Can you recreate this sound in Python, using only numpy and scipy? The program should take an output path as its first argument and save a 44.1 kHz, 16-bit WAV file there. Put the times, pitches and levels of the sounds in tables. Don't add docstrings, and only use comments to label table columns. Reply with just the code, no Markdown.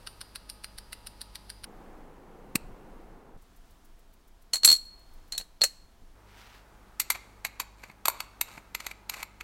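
import sys
import numpy as np
from scipy import signal
from scipy.fft import rfft, irfft, next_fast_len
from scipy.io import wavfile
from scipy.ndimage import uniform_filter1d

SR = 44100
rng = np.random.default_rng(int(sys.argv[2]) if len(sys.argv) > 2 else 0)


def int16_out(signal):
    q = np.round(np.clip(np.atleast_2d(signal).T, -1, 1) * 32767)
    wavfile.write(sys.argv[1], SR, q.astype(np.int16))


N = 415863
T = np.arange(N) / SR
RING_T = T[:3 * SR // 5]
LEAD = SR // 50

STRETCH_EDGES_S = [0, 1.648, 3.37, 6.15, 9.6]
AIR_LEVELS_DB = [-54.5, -49, -53.5, -57.5]
# frequency in Hz, relative level in dB.
AIR_FIRST = [(12, -35), (20, 11), (58, -7), (146, -13), (198, -11.5), (718, -16), (849, -17),
             (1030, -17), (2390, -25.5), (2670, -23), (3340, -26), (4670, -22), (6720, -35.5),
             (9670, -28), (16000, -40)]
AIR_SECOND = [(12, -24.5), (20, 6), (39, -6.5), (96, -20), (182, -13.5), (472, -14), (642, -21.5),
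              (738, -16.5), (3740, -42.5), (4300, -43), (5080, -45.5), (16000, -50)]
AIR_THIRD = [(12, -23), (20, 0.5), (120, -29), (241, -27), (624, -35), (678, -28.5), (759, -34),
             (923, -32.5), (2600, -43.5), (3160, -42.5), (16000, -53)]
AIR_FOURTH = [(12, -68), (20, 1.5), (53, -2), (107, -20), (130, -11), (248, -12), (558, -15),
              (825, -14.5), (1060, -17), (1220, -15), (2910, -28.5), (16000, -38.5)]
# frequency in Hz, level in dB.
HUM_PARTIALS = [(50, -57.5), (100, -64.5), (200, -71.5), (850, -71), (950, -71.5), (1250, -73.5)]

# centre in seconds, level in dB, width in seconds.
HAND_BUMPS = [(2.68, -43, 0.051), (3.36, -44, 0.023), (5.84, -55, .025), (6.02, -53, 0.031)]
# frequency in Hz, relative level in dB.
BUMP_SPECTRUM = [(25, 12.5), (110, -4.5), (300, -11), (1200, -40), (8000, -62)]
BRUSH_SPECTRUM = [(400, -17), (1000, 1.5), (2300, 1.5), (5000, -5.5), (9000, -16), (16000, -17)]

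# frequency in Hz, relative level in dB.
PLATE_SPECTRUM = [(700, -18.5), (1500, 2), (2400, -4), (2800, 1), (3300, -3), (4000, 4.5), (4700, 6.5),
                  (5600, -1), (6700, -16.5), (8300, -6), (9200, 6), (11000, -1.5), (13000, -13.5),
                  (16000, -18)]
STEM_SPECTRUM = [(70, -8.5), (170, 0), (340, -3), (550, -8.5), (1000, -10), (1900, 0), (2750, 4),
                 (3100, -13), (4500, -4), (7000, -8.5), (8000, 2.5), (10500, -6.5), (12000, -5.5),
                 (16000, -11)]
CLACK_SPECTRUM = [(130, -22), (380, -16), (680, -5), (1050, -6.5), (1700, -3.5), (2500, -2.5), (2900, 0),
                  (3600, -9), (4200, 14.5), (5000, -9), (5700, 5.5), (6500, 1.5), (7800, 0.5), (13000, -6)]
CASE_SPECTRUM = [(130, -18), (450, -10.5), (1000, 4), (1800, 0), (2300, 7.5), (3200, -5.5), (4450, 2.5),
                 (5100, -7.5), (7200, 0), (9500, -5), (11000, -10), (12000, -1.5), (12900, -0.5),
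                 (13500, -16)]

# frequency in Hz, relative level in dB, t60 in seconds.
FINE_PART_MODES = [(9150, -13, .2), (11900, -22, .3)]
HAIRSPRING_MODES = [(4780, -68, .7), (4900, -66, .7)]
CASE_BACK_MODES = [(2180, -13, .025), (2560, -14, .02), (4480, -17, .015), (6800, -18, .02),
                   (11800, -14, .025), (12380, -13, .028), (2350, -42, .28), (7250, -39, .25),
                   (12600, -35, .14)]
COVER_CLACK_MODES = [(4100, -15.5, 0.042), (7300, -13, 0.044), (7040, -10, 0.04), (7550, -7, 0.14),
                     (7700, -9, 0.053), (7970, -8, 0.057), (8290, -8, 0.044), (9900, -13, 0.066),
                     (11250, -11.5, 0.045), (11170, -15.5, .06)]

# time in seconds, strength in dB, holder's thud gain in dB.
CASE_KNOCKS = [(6.9998, -14.5, -14), (7.1030, -12.5, 3.5), (7.1500, -33.5, -14), (7.1567, -31.5, -8),
               (7.4500, -20, 1), (7.6003, -20.5, 0.5), (7.838, -34.5, -8.5), (7.9, -42.5, -13),
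               (8.0562, -14, 7.5), (8.0828, -9.5, 24.5), (8.205, -21.5, -1), (8.413, -13.5, -6),
               (8.5795, -36, -1), (8.7500, -20, -3.5), (8.8051, -30.5, -23), (8.867, -23, -11.5),
               (8.9144, -30.5, -15), (9.0975, -19.5, -8), (9.143, -30.5, -18), (9.2300, -23, -1),
               (9.4101, -31, -15)]
# start in seconds, end in seconds, level in dB.
THREAD_TURNS = [(7.796, 7.906, -61), (8.142, 8.237, -55.5), (8.484, 8.572, -52.5), (8.815, 8.902, -51.5),
                (9.131, 9.212, -45)]

# time in seconds, clack strength in dB,
# tilt in dB per octave, ring level in dB, ring t60 in seconds.
COVER_IMPACTS = [(4.535, -17.5, -0.5, -16.5, .08), (4.634, -23, -2.5, -18.5, .25),
                 (4.6478, -6.5, 1.5, -9, 0.16), (4.6504, -10, 5.5, -7.5, .07), (4.657, -10.5, 8.5, -19, .1),
                 (5.323, -27, -0.5, -25.5, 0.029), (5.3798, -19.5, 2, -19.5, .019),
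                 (5.6115, -32.5, -5, -25.5, .051), (5.6172, -20.5, -2.5, -11.5, 0.094),
                 (5.6376, -12.5, -1.2, -28, .06)]
# start in seconds, length in seconds, first clack strength in dB,
# tilt in dB per octave, first ring level in dB, last ring level in dB, last ring t60 in seconds.
COVER_RATTLES = [(4.544, 0.036, -21, 0, -26, -43, 0.24), (4.6741, .097, -15, 2.5, -11.5, -42, 0.7),
                 (5.334, 0.039, -35, -4, -35.5, -59.5, .08), (5.401, .02, -35, -4.5, -38.5, -56, 0.09),
                 (5.6415, .017, -17.5, -0.5, -22.5, -44, 0.24)]

BEATS_PER_S = 7
BEND_HZ = 4312
LN_1000 = np.log(1000)


def undb(db):
    return 10 ** (np.asarray(db) / 20)


def unit(x):
    return x / np.sqrt(np.mean(x ** 2))


def add(out, s, x):
    i = max(int(s * SR), 0)
    out[i:i + len(x)] += x[:max(N - i, 0)]


def decay(t60):
    return np.exp(-LN_1000 * RING_T / t60)


def colour(x, spectrum, tilt_db=0):
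    size = next_fast_len(len(x), True) // 2 * 2
    log_hz = np.log2(np.maximum(np.fft.rfftfreq(size, 1 / SR), 1))
    hz, db = np.transpose(spectrum)
    octave = np.clip(log_hz, np.log2(hz[0]), np.log2(hz[-1]))
    gain = undb(np.interp(log_hz, np.log2(hz), db) + tilt_db * octave)
    cepstrum = irfft(np.log(gain))
    cepstrum[1:size // 2] *= 2
    cepstrum[size // 2 + 1:] = 0
    return irfft(rfft(x, size) * np.exp(rfft(cepstrum)))[:len(x)]


def wander(rate):
    knots = rng.standard_normal(int(N / SR * rate) + 2)
    return np.interp(T * rate, np.arange(len(knots)), knots)


def stroke(start_s, end_s, attack_s, release_s):
    return np.clip(1 + np.minimum((T - start_s) / attack_s, (end_s - T) / release_s), 0, 1)


def grit(size, spread_db):
    noise = rng.standard_normal(size)
    strength = np.repeat(rng.standard_normal(size // 16 + 1), 16)[:size]
    return unit(noise * undb(spread_db * strength))


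def contact(spectrum, graze_s, t60, tilt_db=0, snap=20.0, size=8192):
    t = (np.arange(size) - LEAD) / SR
    envelope = np.exp(np.minimum(t / max(graze_s, 1e-4), -LN_1000 * t / t60))
    force = grit(size, spread_db=0) * envelope
    force[LEAD] += snap
    return unit(colour(force, spectrum, tilt_db)) * np.sqrt(np.mean(envelope ** 2))


def ring(modes, tilt_db=0, detune=0):
    out = np.zeros(len(RING_T))
    for hz, db, t60 in modes:
        gain = undb(db + tilt_db * np.log2(hz / BEND_HZ) + 2 * rng.standard_normal())
        detuned_hz = hz * (1 + detune * rng.standard_normal())
        out += gain * decay(t60) * np.sin(2 * np.pi * detuned_hz * RING_T) * rng.choice([-1, 1])
    return out


def room(x, early_db, early_t60, late_db, late_t60, treble_t60):
    early, low, high = rng.standard_normal((3, len(RING_T)))
    low = signal.sosfilt(signal.butter(2, 5500, fs=SR, output="sos"), low)
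    high = signal.sosfilt(signal.butter(2, 5500, "high", fs=SR, output="sos"), high)
    arrived = RING_T > .002
    bench = undb(early_db) * unit(arrived * early * decay(early_t60))
    tail = undb(late_db) * unit(arrived * (low * decay(late_t60) + high * decay(treble_t60)))
    return x + signal.fftconvolve(x, (bench + tail) / np.sqrt(len(RING_T)))[:N]


def room_tone():
    gates = [uniform_filter1d(1. * ((T >= start) & (T < end)), size=400)
             for start, end in zip(STRETCH_EDGES_S, STRETCH_EDGES_S[1:])]
    spectra = [AIR_FIRST, AIR_SECOND, AIR_THIRD, AIR_FOURTH]
    air, hum = np.zeros((2, N))
    for gate, db, spectrum in zip(gates, AIR_LEVELS_DB, spectra):
        gain = gate * undb(db + 1.6 * wander(rate=2.7))
        air += gain * unit(colour(rng.standard_normal(N), spectrum))
    for hz, db in HUM_PARTIALS:
        amplitude = np.sqrt(2) * undb(db + 2.45 * wander(rate=3))
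        hum += amplitude * np.sin(2 * np.pi * (hz * T + rng.random()))
    return air + hum * (gates[0] + undb(-2.5) * gates[-1])


def handling():
    pressure = stroke(6.394, 6.56, attack_s=.2, release_s=.091) * undb(-57.5 + 2 * wander(rate=58))
    brush = pressure * unit(colour(grit(N, spread_db=3), BRUSH_SPECTRUM))
    push = sum(undb(db) * np.exp(-((T - s) / width) ** 2) for s, db, width in HAND_BUMPS)
    return brush + push * unit(colour(rng.standard_normal(N), BUMP_SPECTRUM))


def cased_ticks(first_s=3.424):
    out = np.zeros(N)
    for k in range(14):
        tick = contact([(3000, -20), (7000, -6.5), (12000, -2.5)], graze_s=.005, t60=.055, snap=.92)
        add(out, first_s + k / BEATS_PER_S - LEAD / SR, undb(-61 + rng.standard_normal()) * tick)
    return out


def escapement(first_s=.0729, tock_early_s=.002, tock_drop_db=1.7, ring_fall_db_per_s=10):
    out = np.zeros(N)
    end_s = STRETCH_EDGES_S[1]
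    for k in range(int(end_s * BEATS_PER_S) + 1):
        tock = k % 2
        s = first_s + k / BEATS_PER_S - tock * tock_early_s
        click_db = -30.5 - tock * tock_drop_db - 1.06 * rng.standard_normal()
        ring_db = -37.5 - ring_fall_db_per_s * s - tock * tock_drop_db + 5 * rng.standard_normal()
        unlock = contact(PLATE_SPECTRUM, graze_s=.0048, t60=.018)
        tooth_tilt_db = 1.2 * rng.standard_normal()
        drop = contact(PLATE_SPECTRUM, graze_s=.002, t60=.026, tilt_db=tooth_tilt_db, snap=6.4)
        add(out, s - .0055 - LEAD / SR, undb(click_db - 15.5) * unlock)
        add(out, s - LEAD / SR, undb(click_db - 2) * drop)
        add(out, s, undb(ring_db) * ring(FINE_PART_MODES) + ring(HAIRSPRING_MODES))
    out = room(out, early_db=-15.5, early_t60=.061, late_db=-17.5, late_t60=.52, treble_t60=.2)
    return out * (T < end_s + .004)


def stem(snap_s=2.5565, thump_hz=248, thump_width_s=.0028):
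    out = np.zeros(N)
    add(out, snap_s - LEAD / SR, undb(-15) * contact(STEM_SPECTRUM, graze_s=.0011, t60=.02, snap=1.8))
    t = T - snap_s
    out += undb(-20) * np.sin(2 * np.pi * thump_hz * t) * np.exp(-(t / thump_width_s) ** 2)
    return room(out, early_db=-24, early_t60=.056, late_db=-28.5, late_t60=.42, treble_t60=.16)


def knock(db, thud_db, t60, medium_db=-19):
    force_db = db - medium_db
    tilt_db = .4234 * force_db
    graze_s = .0014 * 2 ** (-force_db / 12)
    body = [(hz, gain_db + thud_db / (1 + (hz / 1400) ** 4)) for hz, gain_db in CASE_SPECTRUM]
    out = np.pad(undb(db) * ring(CASE_BACK_MODES, tilt_db, detune=.0178), (LEAD, 0))
    add(out, 0, undb(db - 4) * contact(body, graze_s, t60, tilt_db, snap=4.8))
    return out


def case_back(loose_until_s=7.8, seated_from_s=8.2, rebound_s=.017):
    out = np.zeros(N)
    for s, db, thud_db in CASE_KNOCKS:
        t60 = np.interp(s, [loose_until_s, seated_from_s], [.039, .018])
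        add(out, s - LEAD / SR, knock(db, thud_db, t60))
        if s < seated_from_s:
            add(out, s + rebound_s - LEAD / SR, undb(-16) * knock(db, thud_db, t60))
    pressure = sum(undb(db) * stroke(start, end, attack_s=.04, release_s=.033)
                   for start, end, db in THREAD_TURNS)
    flicker = undb(2.1 * wander(rate=150))
    scrape = unit(colour(grit(N, spread_db=5), CASE_SPECTRUM, tilt_db=-2.5))
    out += pressure * flicker * scrape
    return room(out, early_db=-16.5, early_t60=.076, late_db=-20, late_t60=.68, treble_t60=.18)


def bounces(mean_gap_s=.012, jitter_s=.001, bounce_t60=.19):
    for start, length, clack_db, tilt_db, ring_db, last_db, last_t60 in COVER_RATTLES:
        gaps = max(round(length / mean_gap_s), 1)
        for k, (later, harder) in enumerate(rng.standard_normal((gaps + 1, 2))):
            progress = 1 - (1 - k / gaps) ** 1.15
            s = start + length * progress + jitter_s * later
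            faded_clack_db = clack_db - 25.5 * progress ** 2.6 + .85 * harder
            faded_ring_db = ring_db + (last_db - ring_db) * progress ** 3.5
            yield s, faded_clack_db, tilt_db, faded_ring_db, bounce_t60 if k < gaps else last_t60


def cover(twin_below_hz=55, twin_db=-7.5):
    out = np.zeros(N)
    hits = sorted([*map(tuple, COVER_IMPACTS), *bounces()])
    waits = np.diff([row[0] for row in hits], append=N / SR)
    for (s, clack_db, tilt_db, ring_db, t60), wait in zip(hits, waits):
        until_next_hit = np.exp(-np.maximum(RING_T - wait, 0) / .00092)
        hz = BEND_HZ * (1 - (.0055 / t60) ** 2)
        damping = np.exp(-2.5 * RING_T / t60)
        twin = undb(twin_db) * np.sin(2 * np.pi * ((hz - twin_below_hz) * RING_T + rng.random()))
        bend = undb(ring_db) * (np.sin(2 * np.pi * hz * RING_T) + twin) * decay(t60)
        modes = undb(clack_db - 6) * damping * ring(COVER_CLACK_MODES, tilt_db, detune=.0088)
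        clack = contact(CLACK_SPECTRUM, graze_s=.001, t60=.02, tilt_db=tilt_db, snap=.94)
        add(out, s, until_next_hit * (bend + modes))
        add(out, s - LEAD / SR, undb(clack_db - 3) * clack)
    return room(out, early_db=-7.5, early_t60=.084, late_db=-24, late_t60=.5, treble_t60=.4)


def scene():
    watch = escapement() + cased_ticks() + stem() + cover() + case_back()
    return (watch + handling() + room_tone())[None]


def record(dry):
    low_pass = signal.ellip(12, .2, 70, 15900, fs=SR, output="sos")
    return signal.sosfilt(low_pass, np.clip(dry, -1, 1))


dry = scene()
out = record(dry)
int16_out(out)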